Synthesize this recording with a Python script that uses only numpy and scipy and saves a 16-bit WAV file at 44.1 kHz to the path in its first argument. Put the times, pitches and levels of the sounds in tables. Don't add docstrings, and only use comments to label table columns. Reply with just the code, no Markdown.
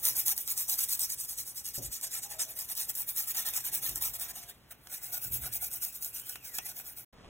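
import sys
import numpy as np
from scipy import signal
from scipy.fft import rfft, irfft, next_fast_len
from scipy.io import wavfile
from scipy.ndimage import uniform_filter1d

SR = 44100
rng = np.random.default_rng(int(sys.argv[2]) if len(sys.argv) > 2 else 0)


def put_to_file(sound):
    columns = np.atleast_2d(sound).T
    safe = np.clip(columns, -1, 1)
    whole_steps = np.round(safe * 32767)
    wavfile.write(sys.argv[1], SR, whole_steps.astype(np.int16))


N = 321486
TIME = np.arange(N) / SR
SILENT_FROM, SILENT_TO = 7.047, 7.128

# f/Hz, relative level/dB
BRISTLE_SPECTRUM = [(100, -40.5), (1500, -28.5), (3000, -21.5), (4200, -10.5), (5500, -5.5), (7500, -4.5),
                    (11000, -4.5), (14000, -3), (16000, -2)]
# t/s, tilt/dB per 6.3 kHz
HISS_TILT = [(0.08, 3.5), (2.25, -4.5), (2.33, -1.5), (2.42, -9.5), (2.51, 3), (2.81, -0.5), (3.0, 6),
             (3.39, 1.5), (4.25, 3.5), (4.4, -4), (4.72, 8.5), (4.95, 1.5), (5.36, 7), (5.46, 4.5),
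             (6.58, 1.5), (7.0, 6.5)]


def amp(db):
    return 10 ** (np.asarray(db) / 20)


def unit(x):
    return x / np.sqrt(np.mean(x ** 2) + 1e-20)


def read(points, hz):
    f, value = np.transpose(points)
    return np.interp(np.log(hz + 1), np.log(f + 1), value)


def curve_at(points, s):
    return np.interp(s, *np.transpose(points))


def bells(rows, hz):
    return sum(db * np.exp(-((hz - f) / width) ** 2) for f, width, db in rows)


def shape(x, response):
    size = next_fast_len(len(x) + 4096)
    hz = np.fft.rfftfreq(size, 1 / SR)
    return irfft(rfft(x, size) * response(hz), size)[:len(x)]


def drift(per_s):
    return unit(shape(rng.standard_normal(N), lambda hz: np.exp(-(hz / per_s) ** 2)))


def add(mix, s, sound):
    part = mix[max(round(s * SR), 0):][:len(sound)]
    part += sound[:len(part)]


def flicks(per_s, spread_db):
    size = amp(spread_db * np.minimum(rng.exponential(1, N), 4))
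    happens = rng.random(N) < per_s / SR
    return unit(size * rng.standard_normal(N) * happens)


def room_tone():
    # f/Hz, relative level/dB
    spectrum = [(22, -17), (50, -2), (130, -2), (200, -7.5), (450, -9.5), (750, -13.5), (1100, -14),
                (2200, -16.5), (3200, -18), (8000, -27.5), (16000, -31.5)]
    return amp(-62.5) * unit(shape(rng.standard_normal(N), lambda hz: amp(read(spectrum, hz))))


def hum():
    # f/Hz, rms level/dB
    tones = [(60.5, -71), (121.5, -72)]
    out = np.zeros(N)
    for f, db in tones:
        waver = 0.4 * drift(per_s=7.4)
        out += amp(db) * unit(np.sin(2 * np.pi * f * TIME + waver))
    return out


def foam():
    pops = flicks(per_s=1500, spread_db=4)
    return amp(-74.5) * unit(shape(pops, lambda hz: amp(read(BRISTLE_SPECTRUM, hz))))


def lapping_water():
    # f/Hz, relative level/dB
    spectrum = [(25, 5.5), (70, 8.5), (300, 1), (800, -3), (1300, -7.5), (3000, -11), (7000, -21.5),
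                (16000, -40)]
    ripples = flicks(per_s=6000, spread_db=2)
    level_db = np.interp(TIME, [7.15, 7.25], [-57, -53])
    return amp(level_db) * unit(shape(ripples, lambda hz: amp(read(spectrum, hz))))


def background():
    return np.where(TIME < SILENT_TO, room_tone() + hum() + foam(), lapping_water())


def whistles(width_share):
    # [(t/s, f/Hz), ..]
    glides = [(-56, .3, [(2.22, 790), (2.3, 825), (2.38, 800)]), (-60, .6, [(2.28, 690), (2.36, 640),
              (2.62, 660)]), (-65, .2, [(4.08, 690), (4.55, 700)]), (-64, .6, [(4.93, 2080), (5.05, 2020),
              (5.25, 2650), (5.36, 2450)]), (-63, .25, [(5.55, 2000), (5.68, 2350), (5.76, 3030),
              (5.88, 2600), (5.96, 2450)]), (-62, .05, [(6.08, 2420), (6.19, 2900), (6.26, 3150),
              (6.36, 3000), (6.48, 2150), (6.57, 1700), (6.73, 2350)])]
    fade_s = .06
    out = np.zeros(N)
    for db, fuzz, path in glides:
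        t = np.arange(path[0][0], path[-1][0], 1 / SR)
        hz = curve_at(path, t)
        width = width_share * hz.mean()
        a, b = (unit(shape(rng.standard_normal(len(t)), lambda f: np.exp(-(f / width) ** 2)))
                for _ in range(2))
        body = np.sqrt(2 * (1 - fuzz)) + np.sqrt(fuzz) * (a + 1j * b)
        tone = (body * np.exp(2j * np.pi * np.cumsum(hz) / SR)).real
        fades = signal.windows.tukey(len(t), 2 * fade_s * SR / len(t))
        add(out, t[0], amp(db) * tone * fades)
    return out


def bumps():
    # t/s, level at full swell/dB, rise/s, decay/s, upper edge f/Hz
    thuds = [(0, -55.5, 0.064, 0.13, 450), (1.778, -40.5, 0.0015, 0.032, 615),
             (1.819, -44.5, 0.033, 0.036, 96), (3.551, -56.5, 0.33, 0.26, 420), (3.87, -52, 0.05, 0.17, 99),
             (5.281, -45, 0.018, 0.13, 158), (5.15, -51.5, 0.14, 0.23, 172)]
    # f/Hz, width/Hz, gain/dB
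    hollow = [(58, 19, 13), (122.7, 20, 14), (316, 97, 8), (560, 38, 15)]
    t, out = np.arange(SR) / SR, np.zeros(N)
    for s, db, rise, decay, edge_hz in thuds:
        def colour(hz):
            bass_cut = hz ** 3 / (hz ** 3 + 45 ** 3)
            return amp(bells(hollow, hz)) * bass_cut / (1 + (hz / edge_hz) ** 4)
        noise = shape(rng.standard_normal(len(t)), colour)
        swell = np.minimum(t / rise, 1) * np.exp(-np.maximum(t - rise, 0) / decay)
        add(out, s, amp(db) * unit(noise * swell) * np.sqrt(np.mean(swell ** 2)))
    return out


def through_board(drive, direct, ring_db):
    # f/Hz, width/Hz, relative level/dB
    flat_modes = [(705, 28, -4.5), (800, 57, 5), (1018, 31, 2), (1316, 63, 0.5), (1670, 69, -8.5),
                  (1823, 51, 0.5), (2390, 150, -4), (2820, 140, -8.5), (3645, 210, 2)]
    # f/Hz, width/Hz, relative level/dB
    edge_modes = [(751, 74, 8), (758, 39, -4), (1467, 70, 7.5), (1650, 47, -1.5), (2510, 160, 4),
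                  (3370, 70, 0.5), (3880, 290, -3)]
    turned_at = 4.6
    out = np.zeros(N)
    for modes, held in ((flat_modes, TIME < turned_at), (edge_modes, TIME >= turned_at)):
        ring = lambda hz: sum(amp(db) / (1 + 2j * (hz - f) / width) for f, width, db in modes)
        out += shape(drive * held, lambda hz: amp(read(direct, hz)) + amp(ring_db) * ring(hz))
    return out


def bursts(rows, decay_s):
    t, out = np.arange(SR // 30) / SR, np.zeros(N)
    for s, db in rows:
        envelope = t / decay_s * np.exp(1 - t / decay_s)
        add(out, s - decay_s / 2, amp(db) * rng.standard_normal(len(t)) * envelope)
    return out


def knocks():
    # t/s, relative level/dB
    hits = [(.478, -44), (.803, -48), (2.399, -44), (2.414, -39), (3.356, -47), (3.467, -46), (3.539, -46),
            (4.871, -44), (5.123, -51), (5.458, -43), (6.357, -37), (6.586, -30), (6.799, -43)]
    # f/Hz, relative level/dB
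    crack = [(100, -14), (450, -3), (1000, -6), (3000, -6), (4500, -2), (7000, -3), (16000, -9)]
    return amp(6) * through_board(bursts(hits, decay_s=.0012), crack, ring_db=-3)


def snaps():
    # t/s, relative level/dB
    releases = [(0.0528, -9), (0.167, -16), (0.2618, -17), (0.2818, -13), (0.3785, -16), (0.4763, -18),
                (0.5771, -19), (0.6963, -13), (0.7901, -16), (0.8934, -19), (0.9936, -16), (1.1014, -18),
                (2.0123, -25), (2.4174, -20), (2.7521, -24), (2.9522, -22), (3.019, -23), (3.0904, -19),
                (3.1627, -21), (3.1812, -17), (3.487, -17), (3.5374, -21), (3.8935, -17), (3.9579, -16),
                (4.0233, -18), (4.1974, -24), (5.5363, -22), (5.6444, -21), (5.8491, -20), (6.0462, -19),
                (6.2946, -20), (6.5844, -16)]
    return amp(-3.5) * shape(bursts(releases, decay_s=.001), lambda hz: amp(read(BRISTLE_SPECTRUM, hz)))


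def stroke_gain(power, creep_db):
    # t/s, relative level/dB
    strokes = [(0.021, -23.5), (0.142, -27.0), (0.246, -24), (0.352, -31), (0.457, -27.5), (0.555, -28.0),
               (0.669, -25.0), (0.772, -25.5), (0.873, -25.5), (0.979, -26.0), (1.077, -31.0),
               (1.176, -31.5), (1.27, -33.5), (1.363, -31), (1.443, -38), (1.543, -34.5), (1.629, -34.5),
               (1.73, -31.0), (1.806, -37), (1.907, -34), (2.003, -35.5), (2.102, -31.0), (2.206, -38),
               (2.283, -38.5), (2.378, -30.5), (2.468, -37.5), (2.544, -34.5), (2.677, -32), (2.747, -29.5),
               (2.876, -33.0), (2.929, -31.5), (3.062, -30.5), (3.137, -29.5), (3.266, -26), (3.336, -29),
               (3.445, -28.5), (3.521, -30), (3.633, -30), (3.709, -29.5), (3.807, -29.5), (3.943, -33.5),
               (3.997, -28.0), (4.127, -33.5), (4.177, -30.5), (4.274, -36.5), (4.327, -40), (4.472, -42),
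               (4.703, -40), (4.891, -35.0), (5.007, -38.5), (5.112, -30.5), (5.205, -31.5), (5.307, -28.5),
               (5.404, -33.5), (5.509, -30), (5.603, -32), (5.698, -32), (5.799, -31), (5.915, -39.5),
               (6.006, -33.0), (6.12, -35), (6.234, -39), (6.423, -39.0), (6.527, -34), (6.637, -34.5),
               (6.742, -38), (6.835, -40), (6.952, -40)]
    lifts = [4.53, 4.739, 6.396, 6.61, 7.05]
    crest, creep_spread = 0.37, 0.9
    t = TIME[::32]
    energy = np.zeros(len(t))
    stops = np.array([s for s, _ in strokes] + lifts)
    for start, db in strokes:
        progress = (t - start) / (stops[stops > start].min() - start)
        speed = abs(np.sin(np.pi * np.interp(progress, [0, crest, 1], [0, .5, 1])))
        creep = amp(creep_db) * np.exp(-((progress - .5) / creep_spread) ** 2)
        energy += amp(2 * db) * (speed ** (2 * power) + creep ** 2)
    return np.interp(TIME, t, np.sqrt(energy))


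def shifting(x, tilt_db, patchy_db, size):
    hz, t, z = signal.stft(x, SR, nperseg=size)
    patches = rng.standard_normal(z.shape)
    patches = uniform_filter1d(patches, size=2048 // size + 1, axis=1)
    patches = unit(uniform_filter1d(patches, size=4, axis=0))
    patches = np.minimum(patches, 1.5)
    slope = np.clip((hz - 11500) / 6300, -.75, .55)[:, None]
    z = z * amp(slope * np.interp(t, TIME, tilt_db) + patchy_db * patches)
    return signal.istft(z, SR, nperseg=size)[1][:N]


def scrubbing():
    # t/s, relative level/dB
    rasp_level = [(0.08, -19.5), (1.49, -23.5), (2.42, -12), (2.51, -17.5), (3.3, -19.5), (3.39, -12),
                  (3.88, -16), (3.97, -13.5), (4.06, -17.5), (4.5, -8), (5.36, -21.0), (5.46, -12),
                  (5.56, -20.5), (6.06, -22.5), (6.33, -16.5), (7.0, -16.5)]
    # f/Hz, relative level/dB
    rasp_spectrum = [(60, -9.5), (250, -12), (500, -17), (800, -9.5), (2000, -2), (3800, -2), (6000, -17.5),
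                     (16000, -12)]
    hiss_gain = stroke_gain(power=1.48, creep_db=-15)
    rasp_gain = stroke_gain(power=1.38, creep_db=-11) * amp(curve_at(rasp_level, TIME))
    tufts = unit(amp(1.0 * drift(per_s=230) + 1.7 * drift(per_s=47)))
    hiss = tufts * flicks(per_s=28000, spread_db=1.6)
    hiss = shape(hiss, lambda hz: amp(read(BRISTLE_SPECTRUM, hz)))
    hiss = unit(shifting(hiss, curve_at(HISS_TILT, TIME), patchy_db=4.5, size=512))
    scratches = flicks(per_s=9000, spread_db=2.2)
    rasp = through_board(rasp_gain * tufts * scratches, rasp_spectrum, ring_db=-1.5)
    rasp = shifting(rasp, np.zeros(N), patchy_db=4.5, size=1024)
    return amp(-0.04) * hiss_gain * hiss + amp(3.0) * rasp


def scattered(x, t60):
    z = signal.stft(x, SR, nperseg=256)[2]
    keep = amp(-2 * 60 * 128 / SR / t60)
    power = signal.lfilter([1 - keep], [1, -keep], abs(z) ** 2, axis=1)
    phase = np.exp(2j * np.pi * rng.random(z.shape))
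    return signal.istft(np.sqrt(2 * power) * phase, SR, nperseg=256)[1][:N]


def scene():
    # f/Hz, level re the common sound/dB
    diffuse = [(60, -9), (200, -8), (450, -3), (1100, -3), (1800, -10), (2700, 8), (4700, -33), (5600, 3.5),
               (6800, -8.5), (8000, -26.5), (10000, -39), (16000, -20)]
    # f/Hz, width/Hz, relative level/dB
    side_bands = [(8300, 600, -13), (10480, 200, -9), (11600, 180, -8), (14530, 130, -12),
                  (15600, 170, -12)]
    brush = scrubbing() + snaps()
    direct = brush + knocks() + bumps() + whistles(width_share=0.09) + background()

    share = lambda hz: amp(read(diffuse, hz))
    common = shape(direct, lambda hz: 1 / np.hypot(1, share(hz)))
    own_share = lambda hz: share(hz) / np.hypot(1, share(hz))
    own = np.array([shape(scattered(direct, t60=0.094), own_share) for _ in range(2)])

    spread = amp(-1.1 * curve_at(HISS_TILT, TIME))
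    bands = lambda hz: sum(amp(db) * np.exp(-((hz - f) / width) ** 2) for f, width, db in side_bands)
    side = amp(4) * shape(scattered(brush * spread, t60=.04), bands)
    return common + own + np.array([side, -side])


def record(dry):
    # f/Hz, width/Hz, gain/dB
    port = [(8370, 97, 7), (8930, 114, -29), (9640, 190, 4), (12600, 100, 8), (13060, 270, -1.5),
            (14160, 130, 5.5)]
    # f/Hz, phase/radians
    port_phase = [(0, 0), (1400, 0), (2150, -.4), (2400, -1.45), (3400, -1.35), (4000, -2.1), (4550, -3.05),
                  (4950, -3.3), (5450, -4.3), (6450, -6), (7000, -6.35), (7480, -7.2), (7800, -6.5),
                  (8200, -6.7), (8500, -6.28)]
    colour = lambda hz: amp(bells(port, hz))
    turn = lambda hz: np.exp(1j * np.interp(hz, *np.transpose(port_phase)))
    left = shape(dry[0], colour)
    right = shape(dry[1], lambda hz: colour(hz) * turn(hz))
    live = 1. 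* ((TIME < SILENT_FROM) | (TIME > SILENT_TO))
    live = uniform_filter1d(live, size=200)
    low_pass = signal.firwin(511, 15850, window=("kaiser", 9), fs=SR)
    return signal.oaconvolve(np.array([left, right]) * live, low_pass[None], "same", axes=1)


dry = scene()
out = record(dry)
put_to_file(out)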